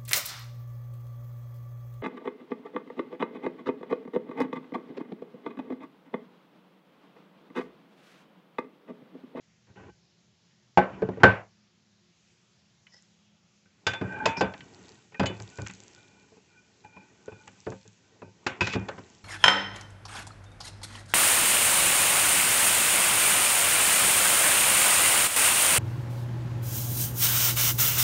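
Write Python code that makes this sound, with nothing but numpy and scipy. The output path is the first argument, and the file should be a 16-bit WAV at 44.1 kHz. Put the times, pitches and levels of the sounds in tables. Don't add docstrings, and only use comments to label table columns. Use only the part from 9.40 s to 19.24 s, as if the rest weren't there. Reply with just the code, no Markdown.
import sys
import numpy as np
from scipy import signal
from scipy.io import wavfile
from scipy.ndimage import uniform_filter1d

SR = 44100
rng = np.random.default_rng(int(sys.argv[2]) if len(sys.argv) > 2 else 0)


def log_audio(samples):
    frames = np.atleast_2d(samples).T
    limited = np.clip(frames, -1, 1)
    pcm = np.round(limited * 32767).astype(np.int16)
    wavfile.write(sys.argv[1], SR, pcm)


def rack_gain(trim_db):
    fader = np.asarray(trim_db, float)
    return 10 ** (fader / 20)


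N = 433944

# t/s, force/dB near 600 Hz, near 170 Hz, near 2200 Hz, favoured f/Hz
LANDING_BLOWS = [(1.374, -6.5, -25, -17, 853), (1.621, -22.5, -29, -38.5, 447),
                 (1.689, -26.5, -35, -55.5, 435), (1.773, -38, -39, -56.5, 435),
                 (1.834, -2.5, -18.5, -6.5, 1490)]
# t/s, force/dB near 600 Hz, near 170 Hz, near 2200 Hz
THUD_BLOWS = [(0.301, -66, -50, -82), (3.467, -74.5, -73, -42.5), (3.539, -51.5, -80, -62),
              (4.258, -64, -63, -53), (5.137, -41.5, -52.5, -36.5), (5.205, -66, -46, -36.5),
              (5.831, -18.5, -34, -32), (5.999, -42.5, -38.5, -41.5), (6.219, -43, -41, -47),
              (6.263, -50.5, -51, -32.5), (6.297, -50, -44, -35.5), (8.075, -45.5, -52, -38),
              (8.32, -38.5, -44.5, -43), (9.065, -24.5, -38, -19), (9.27, -32.5, -39, -22),
              (9.334, -39, -36, -25.5), (9.354, -25, -25, -38.5), (9.485, -27, -56, -30),
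              (9.58, -36.5, -43, -40)]
# t/s, force/dB near 600 Hz, near 170 Hz, near 2200 Hz, favoured f/Hz
CLANG_BLOWS = [(4.467, -24.5, -32.5, -18, 3500), (4.534, -34, -48, -28.5, 3500),
               (4.613, -24, -29.5, -37.5, 622), (4.639, -33, -52, -55, 580),
               (4.856, -17.5, -32, -17.5, 935), (5.009, -12.5, -25.5, -22.5, 960),
               (5.722, -50, -51, -49.5, 1040), (5.745, -48, -59, -41, 1800), (5.796, -20, -19, -24.5, 497),
               (5.858, -54, -40, -25, 3040), (5.899, -36, -39, -42, 393), (6.186, -35, -29, -40.5, 491),
               (6.92, -50, -74.5, -69, 434), (6.97, -54, -56, -63, 432), (7.448, -51, -50.5, -48.5, 830),
               (7.566, -43.5, -53, -49, 2190), (7.88, -39.5, -59, -49.5, 432),
               (7.919, -46, -46.5, -48, 430), (8.267, -25.5, -34, -42.5, 783), (8.454, -54, -48, -56, 433),
               (8.819, -37, -43.5, -45.5, 396), (8.879, -52.5, -53.5, -71, 433),
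               (9.208, -24.5, -27.5, -20.5, 2666)]
# f/Hz, in the column order of BLOWS
FORCE_HZ = [600, 170, 2200, 5700]
# f/Hz, level/dB, t60/s (before damping by hands and food)
COUNTER_MODES = [(107.05, 3, 0.75), (131, -3, 0.16), (191, 4, 0.25), (260.4, -1.5, 0.21),
                 (369.5, -3.5, 0.15), (436.2, 1.5, 0.11), (530.7, -7, 0.23), (686.6, -20, 0.067),
                 (835.5, -2.5, 0.096), (979, -3.5, 0.069), (1210, -17.5, 0.13), (1466, -11, 0.12),
                 (1441.5, -7.5, 0.056), (1537, -3, 0.17), (1675, -13, 0.12), (1879, -3.5, 0.039),
                 (2325, -15, 0.26), (2970, -14, 0.17)]
# f/Hz, level/dB, t60/s (before damping by hands and food)
VESSEL_MODES = [(901.3, -1.5, 0.54), (1200, -14.5, .1), (1480, -8, .15), (1620, -7, 0.11), (1967, -6, .12),
                (2260, -8, .12), (2544, 2, 0.61), (2435, 0.5, 0.3), (2566, 6, 0.094), (2920, -13, 0.16),
                (3500, -0.5, 0.27), (3719, -7.5, 0.1), (4850, 0.5, 0.11), (4843, -8.5, 0.13),
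                (5713, -15.5, 0.21), (6700, -5.5, 0.072)]
# f/Hz, level/dB, t60/s
CLINK_MODES = [(3040, -12, .09), (3940, -6.5, 0.07), (4370, -3.5, 0.09), (4900, -3.5, 0.086),
               (6330, -4.5, 0.097), (6750, -1.5, 0.08), (7600, -6.5, 0.07)]
CLINK_S = 5.859
# start t/s, length/s, level/dB, fade over the slide/dB
SLIDE_SPANS = [(0.271, 0.067, -57, 8), (0.358, 0.14, -48, 2.5), (1.494, 0.38, -42.5, 9.5),
               (1.803, .026, -34, 3), (4.969, 0.033, -28.5, 25)]
# t/s, level/dB
CREEP_CURVES = [
    [(4.34, -77), (4.52, -59), (4.66, -43.5), (4.86, -38.5), (4.94, -55.5), (5.49, -53.5), (5.77, -75),
     (5.9, -46), (6.14, -57), (6.28, -65), (6.41, -57.5), (7.24, -69), (7.63, -61.5), (8.16, -60.5),
     (8.31, -72.5), (8.57, -71), (8.73, -61.5), (8.91, -68), (9.25, -47), (9.44, -45.5), (9.84, -64.5)],
]
# t/s, level/dB
GRATE_CURVES = [
    [(9.225, -43.5), (9.359, -41), (9.365, -56)],
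]
# start t/s, loudest t/s, lowest mode/dB, second mode/dB, third mode/dB
SINGING_BOUTS = [(4.608, 4.61, -52, -41.5, -51), (4.687, 4.772, -44, -35.5, -47),
                 (4.797, 4.801, -41, -40, -71.5), (4.894, 4.97, -41.5, -49, -43),
                 (5.037, 5.045, -67, -41, -59), (6.116, 6.214, -74.5, -53, -56.5),
                 (6.525, 6.576, -79, -64, -64), (6.599, 6.789, -72.5, -71, -66),
                 (7.09, 7.158, -74, -63.5, -62.5), (7.438, 7.444, -61.5, -68, -59.5),
                 (7.524, 7.572, -59, -62, -56.5), (7.85, 7.878, -69.5, -59, -65),
                 (7.885, 8.026, -67, -67.5, -71)]
# from t/s, lowest mode f/Hz, second mode f/Hz
GRIPS = [(0, 851, 1550), (4.87, 921, 1480), (5.023, 894, 1540), (5.499, 867, 1480)]
# t/s, level/dB
SCOOP_CURVES = [
    [(2.6, -83), (2.89, -61.5), (3.47, -79), (3.58, -62.5), (4.05, -80.5), (4.68, -58), (4.94, -61.5),
     (5.0, -67), (5.13, -58.5), (5.49, -53), (5.77, -63.5), (6.01, -52), (6.41, -52), (6.71, -59.5),
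     (7.51, -65), (8.31, -54), (8.73, -65), (9.11, -61), (9.44, -56.5), (9.72, -54.5), (9.84, -57.5)],
]
# t/s, level/dB, f/Hz
CLEAR_TICKS = [(5.3464, -42, 4480), (6.001, -32, 5070), (6.0228, -35.5, 6600), (6.1005, -39.5, 6840),
               (6.1575, -42, 7200), (6.2834, -31, 6420), (6.1747, -32.5, 7400), (6.219, -25, 7140),
               (6.272, -23, 7000), (6.311, -36, 7400), (6.3365, -33.5, 6800), (6.403, -33, 7880),
               (6.4358, -34.5, 7290), (7.859, -42, 6700), (8.0782, -38, 6750), (8.2037, -40.5, 6140),
               (8.3032, -37.5, 6750), (8.4776, -39, 7190), (9.7494, -42, 5350)]
# t/s, level/dB
RUSTLE_CURVES = [
    [(3.49, -86), (3.54, -58), (3.66, -81)],
    [(4.972, -43.5), (5.02, -51.5)],
]
# f/Hz, width/Hz (sets the ring time), level/dB
RUSTLE_MODES = [(1960, 230, -7), (5208, 980, 1)]
# f/Hz, relative level/dB per Hz
DRAG_COLOUR = [(35, -34), (60, -1), (429, 1), (469, -8.5), (690, -6.5), (914, -8), (2120, -22), (2360, -13),
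               (4000, -43.5), (5200, -68), (8800, -120)]
# f/Hz, relative level/dB per Hz
HAND_COLOUR = [(1200, -12), (2500, 2), (4500, -5), (6500, -0.5), (8500, 0)]
# f/Hz, t60/s
ROOM_DECAY = [(80, 0.53), (300, 0.34), (1500, 0.36), (2900, 0.4), (4200, 0.16), (7000, 0.34)]
# f/Hz, relative level/dB per Hz
AIR_COLOUR = [(18, -57), (30, -35.5), (70, -6), (124, -5.5), (142, -18), (160, -11), (208, -5.5),
              (276, -18), (452, -16.5), (985, -21), (1280, -21), (2720, -19.5), (5920, -20), (7490, -21),
              (8430, -53.5), (11000, -80), (18500, -120)]
# f/Hz, width/Hz (sets the ring time), level/dB rms
HUM_MODES = [(120, 16, -78.5), (171, 9.8, -75.5), (206.3, 1.7, -76.5), (355.6, 9.2, -84.5)]

# loss of force from 2200 to 5700 Hz, and chatter of the surfaces
EDGE_LOSS_DB, CHATTER_MS = (27.5, 8.5, 6.5), (10.0, 5.4, 9.5)
KINDS = [len(LANDING_BLOWS), len(THUD_BLOWS), len(CLANG_BLOWS)]
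# extra 5700 Hz loss, in dB per dB of force under a hard blow, for each kind
SOFTER_DB_PER_DB, HARD_BLOW_DB = (0, 0, 0.45), -20
# t/s, then force/dB at each of FORCE_HZ
BLOWS = [(*blow[:4], blow[3] - loss - softer * (HARD_BLOW_DB - blow[3]))
         for blow, loss, softer in zip(LANDING_BLOWS + THUD_BLOWS + CLANG_BLOWS,
                                       np.repeat(EDGE_LOSS_DB, KINDS), np.repeat(SOFTER_DB_PER_DB, KINDS))]


def rms_one(x):
    return x / np.sqrt(np.mean(x ** 2) + 1e-20)


def level_curve(tables):
    rows = []
    for table in tables:
        rows += [(table[0][0] - .015, -99), *table, (table[-1][0] + .015, -99)]
    times, levels = np.transpose(rows)
    return np.interp(np.arange(N) / SR, times, levels)


def at_hz(points, hz):
    freqs, values = np.transpose(points)
    return np.interp(np.log(hz), np.log(freqs), values)


def drift(count, spread_db=None):
    r = np.exp(-80 * np.pi * count / SR)
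    noise = rng.standard_normal(N // 40 + 2002)
    slow = rms_one(signal.lfilter([1], [1, -2 * r, r * r], noise)[2000:])
    if spread_db is not None:
        slow = rack_gain(spread_db * slow)
    return np.interp(np.arange(N) / 40, np.arange(len(slow)), slow)


def ring(force, hz, t60):
    r, w = rack_gain(-60 / (t60 * SR)), 2 * np.pi * hz / SR
    return signal.lfilter([0, np.sin(w)], [1, -2 * r * np.cos(w), r * r], force + 1e-18)


def grains(per_s, spread_db):
    sizes = rack_gain(spread_db * np.minimum(rng.exponential(1, N), 4.0)) * rng.choice([-1, 1], N)
    return rms_one(sizes * (rng.random(N) < per_s / SR))


def force_at(hz):
    order = np.argsort(FORCE_HZ)
    log_hz = np.log(FORCE_HZ)[order]
    force_db = np.array([np.interp(np.log(hz), log_hz, np.array(blow[1:5])[order]) for blow in BLOWS])
    force_db -= 14.0 * max(np.log2(110 / hz), 0)
    force_db -= 22.0 * max(np.log2(hz / 6200), 0)
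    return rack_gain(force_db)


def favoured(hz, boost_db):
    def near(blows):
        pitches = np.array(blows)[:, 4]
        return np.exp(-(np.log(hz / pitches) / 0.087) ** 2)
    return boost_db * np.r_[near(LANDING_BLOWS), np.zeros(len(THUD_BLOWS)), near(CLANG_BLOWS)]


def chatter_s():
    hardest_db = np.array(BLOWS)[:, 1:].max(axis=1)
    share = np.clip(np.exp(0.04 * (hardest_db - hardest_db.max())), .4, 1)
    return np.repeat(CHATTER_MS, KINDS) / 1000 * share


def contacts(chatter_db):
    t, length = np.arange(2600) / SR, chatter_s()[:, None]
    swell = np.sqrt(t / length) * np.exp(-t / length) / np.sqrt(length * SR / 4)
    chatter = rng.standard_normal((len(BLOWS), len(t))) * swell
    return rack_gain(chatter_db) * chatter + .55 * (t == 0)


def struck(modes, touches, strike_db, rubbing):
    out = np.zeros(N)
    wavers = [drift(25, spread_db=3) for _ in range(4)]
    for hz, level_db, t60 in modes:
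        t60 = min(t60, .32)
        force = rubbing / np.sqrt(t60 * SR / 28)
        uneven_db = 2.2 * rng.standard_normal(len(BLOWS))
        strengths = force_at(hz) * rack_gain(strike_db + favoured(hz, boost_db=12.5) + uneven_db)
        for blow, strength, touch in zip(BLOWS, strengths, touches):
            i = round(blow[0] * SR)
            force[i:i + len(touch)] += strength * touch[:N - i]
        out += rack_gain(level_db) * wavers[rng.integers(len(wavers))] * ring(force, hz, t60)
    return out


def counter(drag_db):
    rubbing = rack_gain(drag_db - 17.5) * grains(1500, 2.2)
    return struck(COUNTER_MODES, contacts(chatter_db=-4.0), strike_db=-8.5, rubbing=rubbing)


def vessels(on_glaze, grating):
    damped_db = np.r_[np.full(len(BLOWS) - len(CLANG_BLOWS), -40), np.zeros(len(CLANG_BLOWS))]
    dull_grating = signal.sosfilt(signal.butter(6, 2750, fs=SR, output="sos"), grating)
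    return struck(VESSEL_MODES, on_glaze, strike_db=damped_db - 16.5, rubbing=rack_gain(-8.5) * dull_grating)


def clink(on_glaze):
    others_db = np.array([-80 * (abs(blow[0] - CLINK_S) > .005) for blow in BLOWS])
    return struck(CLINK_MODES, on_glaze, strike_db=others_db - 1.0, rubbing=np.zeros(N))


def drag_level():
    t = np.arange(N) / SR
    levels = [level_curve(CREEP_CURVES)]
    for start, length, level_db, fade_db in SLIDE_SPANS:
        fade = fade_db * np.clip((t - start) / length, 0, 1)
        outside_s = np.maximum(np.maximum(start - t, t - start - length), 0)
        levels.append(level_db - fade - 2501.5 * outside_s)
    return np.max(levels, axis=0)


def grate():
    return rack_gain(level_curve(GRATE_CURVES) + 0.71 * drift(40)) * grains(2400, 3.7)


def rasp(grating):
    return rack_gain(5.0) * signal.sosfilt(signal.butter(2, [1500, 5500], "band", fs=SR, output="sos"), grating)


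def singing():
    swell_db, release_db_per_s, third_mode_hz = 17, 151, 2406
    t, grips = np.arange(N) / SR, np.array(GRIPS)
    grip = np.searchsorted(grips[:, 0], t, side="right") - 1
    pitches = [grips[grip, 1], grips[grip, 2], np.full(N, third_mode_hz)]
    bouts = []
    for start, loudest, *_ in SINGING_BOUTS:
        swell = swell_db * (t - loudest) / (loudest - start)
        shape = rack_gain(np.where(t < loudest, swell, release_db_per_s * (loudest - t)))
        same_grip = grip == grip[round(loudest * SR)]
        bouts.append(shape * same_grip * (t > start))
    heights = rack_gain(np.array(SINGING_BOUTS)[:, 2:].T) @ np.array(bouts)
    out = np.zeros(N)
    for hz, height, throb in zip(pitches, heights, [40, 32, 28]):
        turn = np.exp(2j * np.pi * np.cumsum(hz) / SR)
        tone = rms_one(np.real(turn * (0.27 + drift(throb) + 1j * drift(throb))))
        out += uniform_filter1d(height, size=300) * tone
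    return out


def ticks(hand_db):
    out, t = np.zeros(N), np.arange(400) / SR
    busy_db, snaps_per_s_when_busy = -54, 40
    slots = np.arange(0, N, 200)
    effort_db = hand_db[slots]
    chance, size, pitch = rng.random((3, len(slots)))
    small_db = effort_db + 3.5 - 3.0 * np.log(size + 1e-3)
    small_hz = np.interp(pitch, [0, 1], (3500, 7600))
    happens = chance < snaps_per_s_when_busy * rack_gain(effort_db - busy_db) * 200 / SR
    small = np.c_[slots / SR, small_db, small_hz][happens]
    puffs = rng.standard_normal((len(CLEAR_TICKS) + len(slots), len(t)))
    for (start, level_db, hz), noise in zip([*CLEAR_TICKS, *small], puffs):
        i = round(start * SR)
        snap = np.sin(2 * np.pi * hz * t) * np.exp(-t * hz / 2.5)
        hiss = np.diff(noise, prepend=0) * np.exp(-t / 0.00066)
        out[i:i + len(t)] += rack_gain(level_db - 0.5) * (snap + hiss)[:N - i]
    return out


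def rustle():
    level_db, fine = level_curve(RUSTLE_CURVES), grains(2100, 3.8)
    return sum(rack_gain(level_db + db) * rms_one(ring(fine, hz, 9.6 / width)) for hz, width, db in RUSTLE_MODES)


def band_gain(colour, hz):
    wide = np.geomspace(30, 9000, 200)
    power = np.sum(rack_gain(2 * at_hz(colour, wide)) * np.gradient(wide))
    return rack_gain(at_hz(colour, hz)) / np.sqrt(power / (SR / 2))


def blow_power(hz, crack_db, tail_db):
    hits = np.zeros(N)
    hits[[round(blow[0] * SR) for blow in BLOWS]] = force_at(hz) ** 2 * SR / hz
    room = rack_gain(-120 / (at_hz(ROOM_DECAY, hz) * SR))
    crack = np.exp(-1 / ((0.003 + 0.87 / hz) * SR))
    rise = np.exp(-1 / ((0.00089 + 0.044 / hz) * SR))
    power = rack_gain(2 * tail_db) * signal.lfilter([1], [1, -room], hits + 1e-18)
    power += rack_gain(2 * crack_db) * signal.lfilter([1], [1, -crack], hits + 1e-18)
    return signal.lfilter([1 - rise], [1, -rise], power)


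def diffuse(drag_db, hand_db, crack_db, tail_db):
    out, edges = np.zeros(N), 35 * 2 ** np.arange(0, 8.1, 1 / 3)
    white, grit = rng.standard_normal((2, N)), grains(450, 5)
    drag, hand = rack_gain(drag_db), rack_gain(hand_db)
    for k, (low, high) in enumerate(zip(edges, edges[1:])):
        hz = np.sqrt(low * high)
        air = (rack_gain(-70) * band_gain(AIR_COLOUR, hz) * drift(3, spread_db=1.6)) ** 2
        tail = blow_power(hz, crack_db, tail_db)
        power = air + tail ** 3 / (tail + rack_gain(2 * 21.0) * air) ** 2
        power += (band_gain(DRAG_COLOUR, hz) * drag * drift(25, spread_db=3.0)) ** 2
        squelch = band_gain(HAND_COLOUR, hz) * rack_gain(-60 * (hz < 1000)) * hand
        power += (0.3 * squelch) ** 2
        sos = signal.butter(2, [low, high], "band", fs=SR, output="sos")
        out += signal.sosfilt(sos, np.sqrt(power) * white[k % 2] + 0.2 * squelch * grit)
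    return out


def hum():
    return sum(rack_gain(level_db) * rms_one(ring(rng.standard_normal(N), hz, 3.6 / width))
               for hz, width, level_db in HUM_MODES)


def scene():
    drag_db, hand_db = drag_level(), level_curve(SCOOP_CURVES)
    on_glaze, grating = contacts(chatter_db=-4.5), grate()
    bodies = counter(drag_db) + vessels(on_glaze, grating) + clink(on_glaze)
    rubbed = rasp(grating) + singing()
    noise = diffuse(drag_db - 5.0, hand_db, crack_db=-7.0, tail_db=-19.5)
    return (bodies + rubbed + ticks(hand_db) + rustle() + noise + hum())[None]


def top_cut(x):
    return signal.sosfilt(signal.butter(12, 8580, fs=SR, output="sos"), x)


def record(dry):
    x = signal.sosfilt(signal.butter(4, 78, "high", fs=SR, output="sos"), dry)
    rounded = np.tanh(x / 0.93) * 1.133
    x = signal.sosfilt(signal.cheby2(14, 60, 8674, fs=SR, output="sos"), rounded)
    return top_cut(x)


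dry = scene()
out = record(dry)
log_audio(out)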